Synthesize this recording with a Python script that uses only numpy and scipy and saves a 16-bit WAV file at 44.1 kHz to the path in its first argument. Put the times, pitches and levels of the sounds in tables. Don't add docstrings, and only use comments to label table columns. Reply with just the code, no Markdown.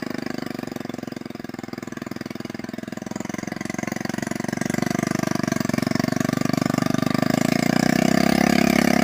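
import sys
import numpy as np
from scipy import signal
from scipy.fft import rfft, irfft, next_fast_len
from scipy.io import wavfile
from scipy.ndimage import uniform_filter1d

SR = 44100
rng = np.random.default_rng(int(sys.argv[2]) if len(sys.argv) > 2 else 0)


def inscribe(sig):
    pcm = np.round(np.clip(np.atleast_2d(sig).T, -1, 1) * 32767)
    wavfile.write(sys.argv[1], SR, pcm.astype(np.int16))


def invert_db(x):
    u = np.asarray(x, float) / 20
    return 10 ** u


N = 398223
SPAN = 4096


def unit(x):
    return x / np.sqrt((x ** 2).sum(-1, keepdims=True) + 1e-20)


def column(table, s):
    t, *values = np.transpose(table)
    return [np.interp(s, t, v)[:, None] for v in values]


def chances(s, count, memory=5):
    fresh, slow = rng.standard_normal((len(s), count, 2)).T
    drift = uniform_filter1d(slow, memory, axis=1) * np.sqrt(memory)
    return fresh[:, :, None], drift[:, :, None]


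def smooth_noise(shape, width):
    return uniform_filter1d(rng.standard_normal(shape), width, axis=1) * np.sqrt(width)


def swell(t, peak_s, sharp):
    u = np.maximum(t, 0) / peak_s
    return (u * np.exp(1 - u)) ** sharp


def mode(t, hz, t60, late=0):
    u = np.maximum(t, 0)
    return invert_db(-60 * u / t60) * np.sin(2 * np.pi * hz * u + late) * (t > 0)


def hump(hz, centre_hz, width_hz):
    return 1 / (1 + (2 * (hz - centre_hz) / width_hz) ** 2) ** 2


# (time [s], speed [firings/s])
ENGINE_SPEED = [(0.0, 25.336), (0.35, 25.12), (0.84, 22.273), (1.23, 21.952), (1.43, 20.948),
                (2.39, 20.814), (3.04, 21.373), (3.36, 22.241), (4.46, 23.163), (5.11, 24.854),
                (5.35, 24.476), (5.69, 22.582), (6.12, 23.978), (6.4, 24.389), (7.08, 24.611),
                (8.25, 33.803), (8.42, 34.467), (9.03, 34.21)]


def firings():
    first_turn = 0.6993
    clock = np.arange(N + SPAN) / SR
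    turns = np.cumsum(column(ENGINE_SPEED, clock)[0]) / SR - first_turn
    early_s = (-2 + first_turn) / ENGINE_SPEED[0][1]
    return np.interp(np.arange(-1, int(turns[-1])), np.r_[-2, turns], np.r_[early_s, clock])


def revs(s):
    slow_per_s, fast_per_s = 21, 34.5
    return np.clip((column(ENGINE_SPEED, s)[0] - slow_per_s) / (fast_per_s - slow_per_s), 0, 1)


# (time [s], thump level [dB], metal and hiss level [dB], bearing [degrees])
LISTENER = [(0, -30.5, 2.5, 28), (0.5, -32, 1, -1), (1.1, -34, -2.5, -10), (1.6, -36, 0.5, 34),
            (2.1, -33, 2, -22), (2.8, -34.5, -1.5, 22), (3.4, -31, 4, 106), (3.9, -30, 5.5, 155),
            (4.4, -28.5, 3.5, 183), (4.85, -24, 0, 197), (5.2, -25.5, 2, 228), (5.8, -23, 0, 283),
            (6.3, -23, -2.5, 303), (7, -21.5, -2, 327), (7.6, -21.5, 2.1, 344), (8.05, -19, 0.3, 304),
            (8.5, -19, 3, 293), (9.03, -21, 3, 270)]


def nearness(s):
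    far_db = -29.5
    return column(LISTENER, s)[0] - far_db


def beamed(s, mean_db, swing_db, aim):
    return mean_db + swing_db * np.cos(np.radians(column(LISTENER, s)[2] - aim))


# (pitch [Hz], decay to -60 dB [s], level [dB])
CHAMBERS = [
    (329.4, 0.041, 5),
    (497, 0.039, 1),
    (785, 0.074, -1.5),
]


def pipe(t, s, lead_s):
    fresh, slow = chances(s, count=6)
    near_db, rev = nearness(s), revs(s)
    age_s = np.maximum(s, 0)[:, None]

    cold_hz, warm_hz, warm_s = 237, 210, 3
    thump_hz = warm_hz + (cold_hz - warm_hz) * np.exp(-age_s / warm_s)
    thump_hz = thump_hz * (1 + 0.0083 * fresh[0])
    damping = (7.3 + (3.35 - 7.3) * rev ** 1.2) * (1 + 0.051 * fresh[3])
    thump = swell(t, 0.97 * lead_s, damping) * np.cos(2 * np.pi * thump_hz * (t - lead_s))

    bark_hz = 1.002 * 648.3 * (1 + 0.028 * rev) * (1 + 0.012 * fresh[1])
    far_ms, near_ms = 0.47, 1.57
    lag_ms = far_ms + (near_ms - far_ms) * np.clip(near_db / 1.4, 0, 1)
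    sharp = 2.13 * np.exp(0.046 * fresh[4] + 0.58 * slow[4])
    bark = swell(t - lag_ms / 1000, 0.004, sharp) * np.cos(2 * np.pi * bark_hz * (t - lead_s))
    bark_db = -12 + 0.2848 * near_db + 0.21 * column(LISTENER, s)[1] + 1.4 * fresh[2]

    chambers = 0
    for k, (hz, t60, db) in enumerate(CHAMBERS):
        sag = (k == 2) * 0.066 * np.tanh(age_s / 4.7)
        pitch_hz = hz * (1 - sag + 0.025 * slow[k + 3])
        chambers = chambers + invert_db(db + 1.77 * slow[k]) * mode(t - lead_s + 1.249 / hz, pitch_hz, t60)
    chambers_db = -13 - 0.86 * near_db + 13.5 * rev
    return unit(thump) + unit(bark) * invert_db(bark_db) + unit(chambers) * invert_db(chambers_db)


# (pitch [Hz], decay to -60 dB [s], mean level [dB], swing [dB], loudest bearing [degrees])
SHELL_RINGS = [(1010, 0.032, -8, 3.5, 119), (1350, 0.014, -23, 15.5, 286), (1596, 0.037, -10, -0.5, 360),
               (1747, 0.027, -7.5, 0.5, 326), (1981, 0.023, -6, 6, 135), (2179, 0.03, -13.5, 3, 5.1),
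               (2250, 0.029, -25.5, 14.5, 290), (2836, 0.033, -21, 3.5, 426)]
# (time [s], pitch [Hz], level against the shell [dB])
HEAT_SHIELD = [(0, 1130, -5), (2, 1186, -4.5), (4.3, 1110, -16), (5.1, 1205, -3), (5.9, 1096, -3),
               (6.6, 1173, 2), (7.1, 1192, 1), (7.6, 1160, -10), (9.03, 1240, -8.5)]


def ring(t, s, spread_db=1.56, drift_db=2.0):
    (size, size_drift), (bend, bend_drift), (late, _) = (chances(s, count=len(SHELL_RINGS)) for _ in range(3))
    shell = 0
    for k, (hz, t60, *facing_db) in enumerate(SHELL_RINGS):
        tilt_db = 13 * revs(s) * np.log2(hz / 2000)
        db = beamed(s, *facing_db) + tilt_db + spread_db * size[k] + drift_db * size_drift[k]
        loose = hz / 1900
        pitch_hz = hz * (1 + loose * (0.019 * bend[k] + 0.024 * bend_drift[k]))
        shell = shell + invert_db(db) * mode(t, pitch_hz, t60, loose * 1.2 * late[k])
    rattle = 1 + 0.2 * smooth_noise(shell.shape, 40)
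    struck = unit(shell * rattle * (1 - np.exp(-np.maximum(t, 0) / 0.003)))

    buzz = irfft(rfft(rng.standard_normal(shell.shape)) * abs(rfft(shell)), SPAN)
    buzz = buzz * swell(t, 0.0043, 0.57)

    shield_hz, shield_db = column(HEAT_SHIELD, s)
    shield_hz = shield_hz * (1 + 0.017 * bend[0])
    shield = swell(t, 0.0038, 1.0) * np.sin(2 * np.pi * shield_hz * t)
    return struck + invert_db(-4.5) * unit(buzz) + invert_db(shield_db + 0.72 * size[0]) * unit(shield)


# (pitch [Hz], width [Hz], mean level [dB], swing [dB], loudest bearing [degrees])
JET_TONES = [(3654, 150, -15.5, 9, 370), (4763, 400, -4.5, 1, 343), (5410, 570, -18.5, 11.5, 257),
             (6070, 410, -9.5, 7, 180), (6510, 690, -8.5, 7, 118), (7400, 530, -13, 0.5, 160),
             (10130, 580, -22.5, 6.5, 170), (11800, 2000, -28, -1.5, 24)]
# (pitch [Hz], width [Hz], mean level [dB], swing [dB], loudest bearing [degrees])
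TOP_SIZZLE = (14948, 950, -16, 2, 334)


def hiss(t, s, spread_db=3.0, drift_db=3.5, patchy_db=4.0):
    hz = np.fft.rfftfreq(SPAN, 1 / SR)
    (size, size_drift), (bend, bend_drift) = (chances(s, count=len(JET_TONES)) for _ in range(2))
    slow_bed_db, fast_bed_db = -20.5, -15
    bed_db = slow_bed_db + (fast_bed_db - slow_bed_db) * revs(s)
    patches = smooth_noise((len(s), len(hz)), 64)
    slope = (0.5 + 1 / (1 + (hz / 7800) ** 2.6)) * 3000 / (hz + 1)
    power = invert_db(2 * (bed_db + patchy_db * patches)) * (hz > 2300) * slope
    for k, (centre_hz, width_hz, *facing_db) in enumerate(JET_TONES):
        rev_db = 3 * revs(s) * (k == 1)
        db = beamed(s, *facing_db) + 3.0 + rev_db + spread_db * size[k] + drift_db * size_drift[k]
        moved_hz = centre_hz + width_hz * (0.39 * bend[k] + 0.23 * bend_drift[k])
        power = power + invert_db(2 * db) * hump(hz, moved_hz, width_hz)
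    sizzle_db = beamed(s, *TOP_SIZZLE[2:]) + 0.05 * nearness(s) + 3.4 * size[0] + 1.4 * size_drift[1]
    power = power / power.sum(1, keepdims=True) * len(hz) / 30
    power = power + invert_db(2 * sizzle_db) * hump(hz, *TOP_SIZZLE[:2])

    eddies = rfft(rng.standard_normal((len(s), SPAN)))
    jet = irfft(eddies * np.sqrt(power), SPAN)
    spent = irfft(eddies * power ** 0.35 / (1 + (hz / 9000) ** 0.79), SPAN)
    crackle = invert_db(2.2 * smooth_noise(jet.shape, 64))
    u = np.maximum(t, 0)
    blow_down = invert_db(-19.0 - 60 * u / 0.065) + invert_db(-11.5 - 60 * u / 0.33)
    blow_down = blow_down * (1 - np.exp(-u / 0.0042))
    puff = jet * swell(t - 0.0012, 0.0022, 1.07)
    return unit(crackle * (puff + spent * invert_db(-1.5) * blow_down))


# (pitch [Hz], width [Hz], share removed [0-1])
SILENCER_TRAPS = [
    (398.3, 64, 0.51),
    (859, 43, 1),
]
# (time [s], ground level [dB], ground delay [ms], bank delay [ms])
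REFLECTIONS = [(0, -27, 3.4, 8.14), (1.5, -81, 7.5, 8.6), (2.7, -12.5, 4.45, 9.04),
               (3.4, -16.5, 5.56, 9.75), (4.8, -11.5, 5.45, 8.46), (5.3, -12, 6.2, 8.95),
               (5.9, -38, 4.6, 8.4), (6.6, -39, 18, 7.2), (7.3, -41, 5.2, 7.9), (7.7, -19, 5.7, 7.7),
               (8.3, -17, 5.77, 9), (9.03, -20, 4.75, 8.4)]


def echoed(shots, s):
    hz = np.fft.rfftfreq(SPAN, 1 / SR)
    slow_cut_hz, fast_cut_hz = 99, 154
    cut_hz = slow_cut_hz + (fast_cut_hz - slow_cut_hz) * revs(s) ** 1.65
    outlet = 1 / np.sqrt(1 + (cut_hz / (hz + 1)) ** 9)
    for k, (trap_hz, width_hz, share) in enumerate(SILENCER_TRAPS):
        hot_hz = trap_hz * (1 + k * 0.154 * revs(s) ** 2)
        outlet = outlet * (1 - share * hump(hz, hot_hz, width_hz))

    ground_db, ground_ms, bank_ms = column(REFLECTIONS, s)
    bank_db = -11.5 - 0.34 * nearness(s) - 9.5 * revs(s)
    soft = 1 / np.sqrt(1 + (hz / 2500) ** 2)
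    ground = invert_db(ground_db) * np.exp(-2j * np.pi * hz * ground_ms / 1000)
    bank = invert_db(bank_db) * np.exp(-2j * np.pi * hz * bank_ms / 1000)
    return irfft(rfft(shots) * outlet * (1 + soft * (ground + bank)), SPAN)


def engine(lead_s=0.0047):
    s = firings()
    rest = SPAN // 8
    t = (np.arange(SPAN)[None] - rest) / SR
    fresh, _ = chances(s, count=3)
    thump_db, metal_db, _ = column(LISTENER, s)
    shots = pipe(t, s, lead_s)
    shots += ring(t, s) * invert_db(-13 + metal_db + 1.2 * fresh[0])
    shots += hiss(t, s) * invert_db(-14.5 + 0.48 * metal_db + 1.1 * fresh[1])
    charge_db = 0.84 * fresh[2]
    per_firing = np.sqrt(SR / column(ENGINE_SPEED, s)[0])
    shots = echoed(shots * invert_db(thump_db + charge_db) * per_firing, s)

    start = np.round((s - lead_s) * SR).astype(int)[:, None]
    at = start + np.arange(SPAN) - rest + SPAN
    return np.bincount(at.ravel(), shots.ravel(), N + 3 * SPAN)[SPAN:SPAN + N]


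def foliage(x, t60=0.046):
    t = np.arange(SR // 4) / SR
    hits = rng.random(len(t)) < 2500 / SR
    taps = rng.choice([-1., 1.], len(t)) * hits * invert_db(-60 * t / t60) * (t > 0.006)
    bright = signal.sosfilt(signal.butter(1, 500, "high", fs=SR, output="sos"), x)
    return signal.fftconvolve(bright, unit(taps))[:N]


def crank(third_db=-7):
    t = np.arange(N) / SR
    cycles = np.cumsum(column(ENGINE_SPEED, t)[0]) / SR
    shake = np.sin(2 * np.pi * 2 * cycles) + invert_db(third_db) * np.sin(2 * np.pi * 3 * cycles)
    wobble_db = 1.2 * np.interp(t, np.arange(300) / 30, rng.standard_normal(300))
    slow_db, fast_db = -91, -42
    hum_db = slow_db + (fast_db - slow_db) * revs(t)[:, 0] ** 0.51
    return np.sqrt(2) * invert_db(wobble_db + hum_db) * shake


# (pitch [Hz], level per Hz [dB])
WASH_COLOUR = [(12, -65), (38, -14), (232, -2), (343, -18), (1630, -8), (3280, -22.5), (8940, -32.5),
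               (15600, -86)]


def wash(follow=0.46, patchy_db=2.5):
    hz = np.fft.rfftfreq(1024, 1 / SR)
    a, b, patches = rng.standard_normal((N // 256 + 5, 513, 3)).T
    patches = uniform_filter1d(uniform_filter1d(patches, 10, 0), 12, 1)
    f, db = np.transpose(WASH_COLOUR)
    colour_db = np.interp(np.log(hz + 1), np.log(f + 1), db)[:, None]
    field_db = colour_db + patchy_db * patches / patches.std()
    sizzle = invert_db(-30) * np.sqrt(hump(hz, *TOP_SIZZLE[:2]))[:, None]
    trap = 1 - 1.7 * hump(hz, SILENCER_TRAPS[1][0], 160)[:, None]
    spectrum = (a + 1j * b) * (invert_db(field_db) * trap + sizzle)
    noise = signal.istft(spectrum, nperseg=1024, noverlap=768)[1][:N]

    t = np.arange(N) / SR
    near_db = column(LISTENER, t)[0][:, 0]
    rev_db = 3 * revs(t)[:, 0]
    return unit(noise) * np.sqrt(N) * invert_db(-47 + follow * (near_db + 32.5) + rev_db)


def scene():
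    direct = engine()
    return (direct + invert_db(-13) * foliage(direct) + crank() + wash())[None]


def roll_off(x):
    return signal.sosfilt(signal.butter(12, 16790, fs=SR, output="sos"), x)


def record(dry):
    ceiling, edge_hz = 1, 15600
    size = next_fast_len(N)
    limited = ceiling * np.tanh(dry / ceiling)
    edge_db = -42 / (1 + np.exp((edge_hz - np.fft.rfftfreq(size, 1 / SR)) / 70))
    mix = irfft(rfft(limited, size) * invert_db(edge_db), size)[:, :N]
    return roll_off(mix)


dry = scene()
out = record(dry)
inscribe(out)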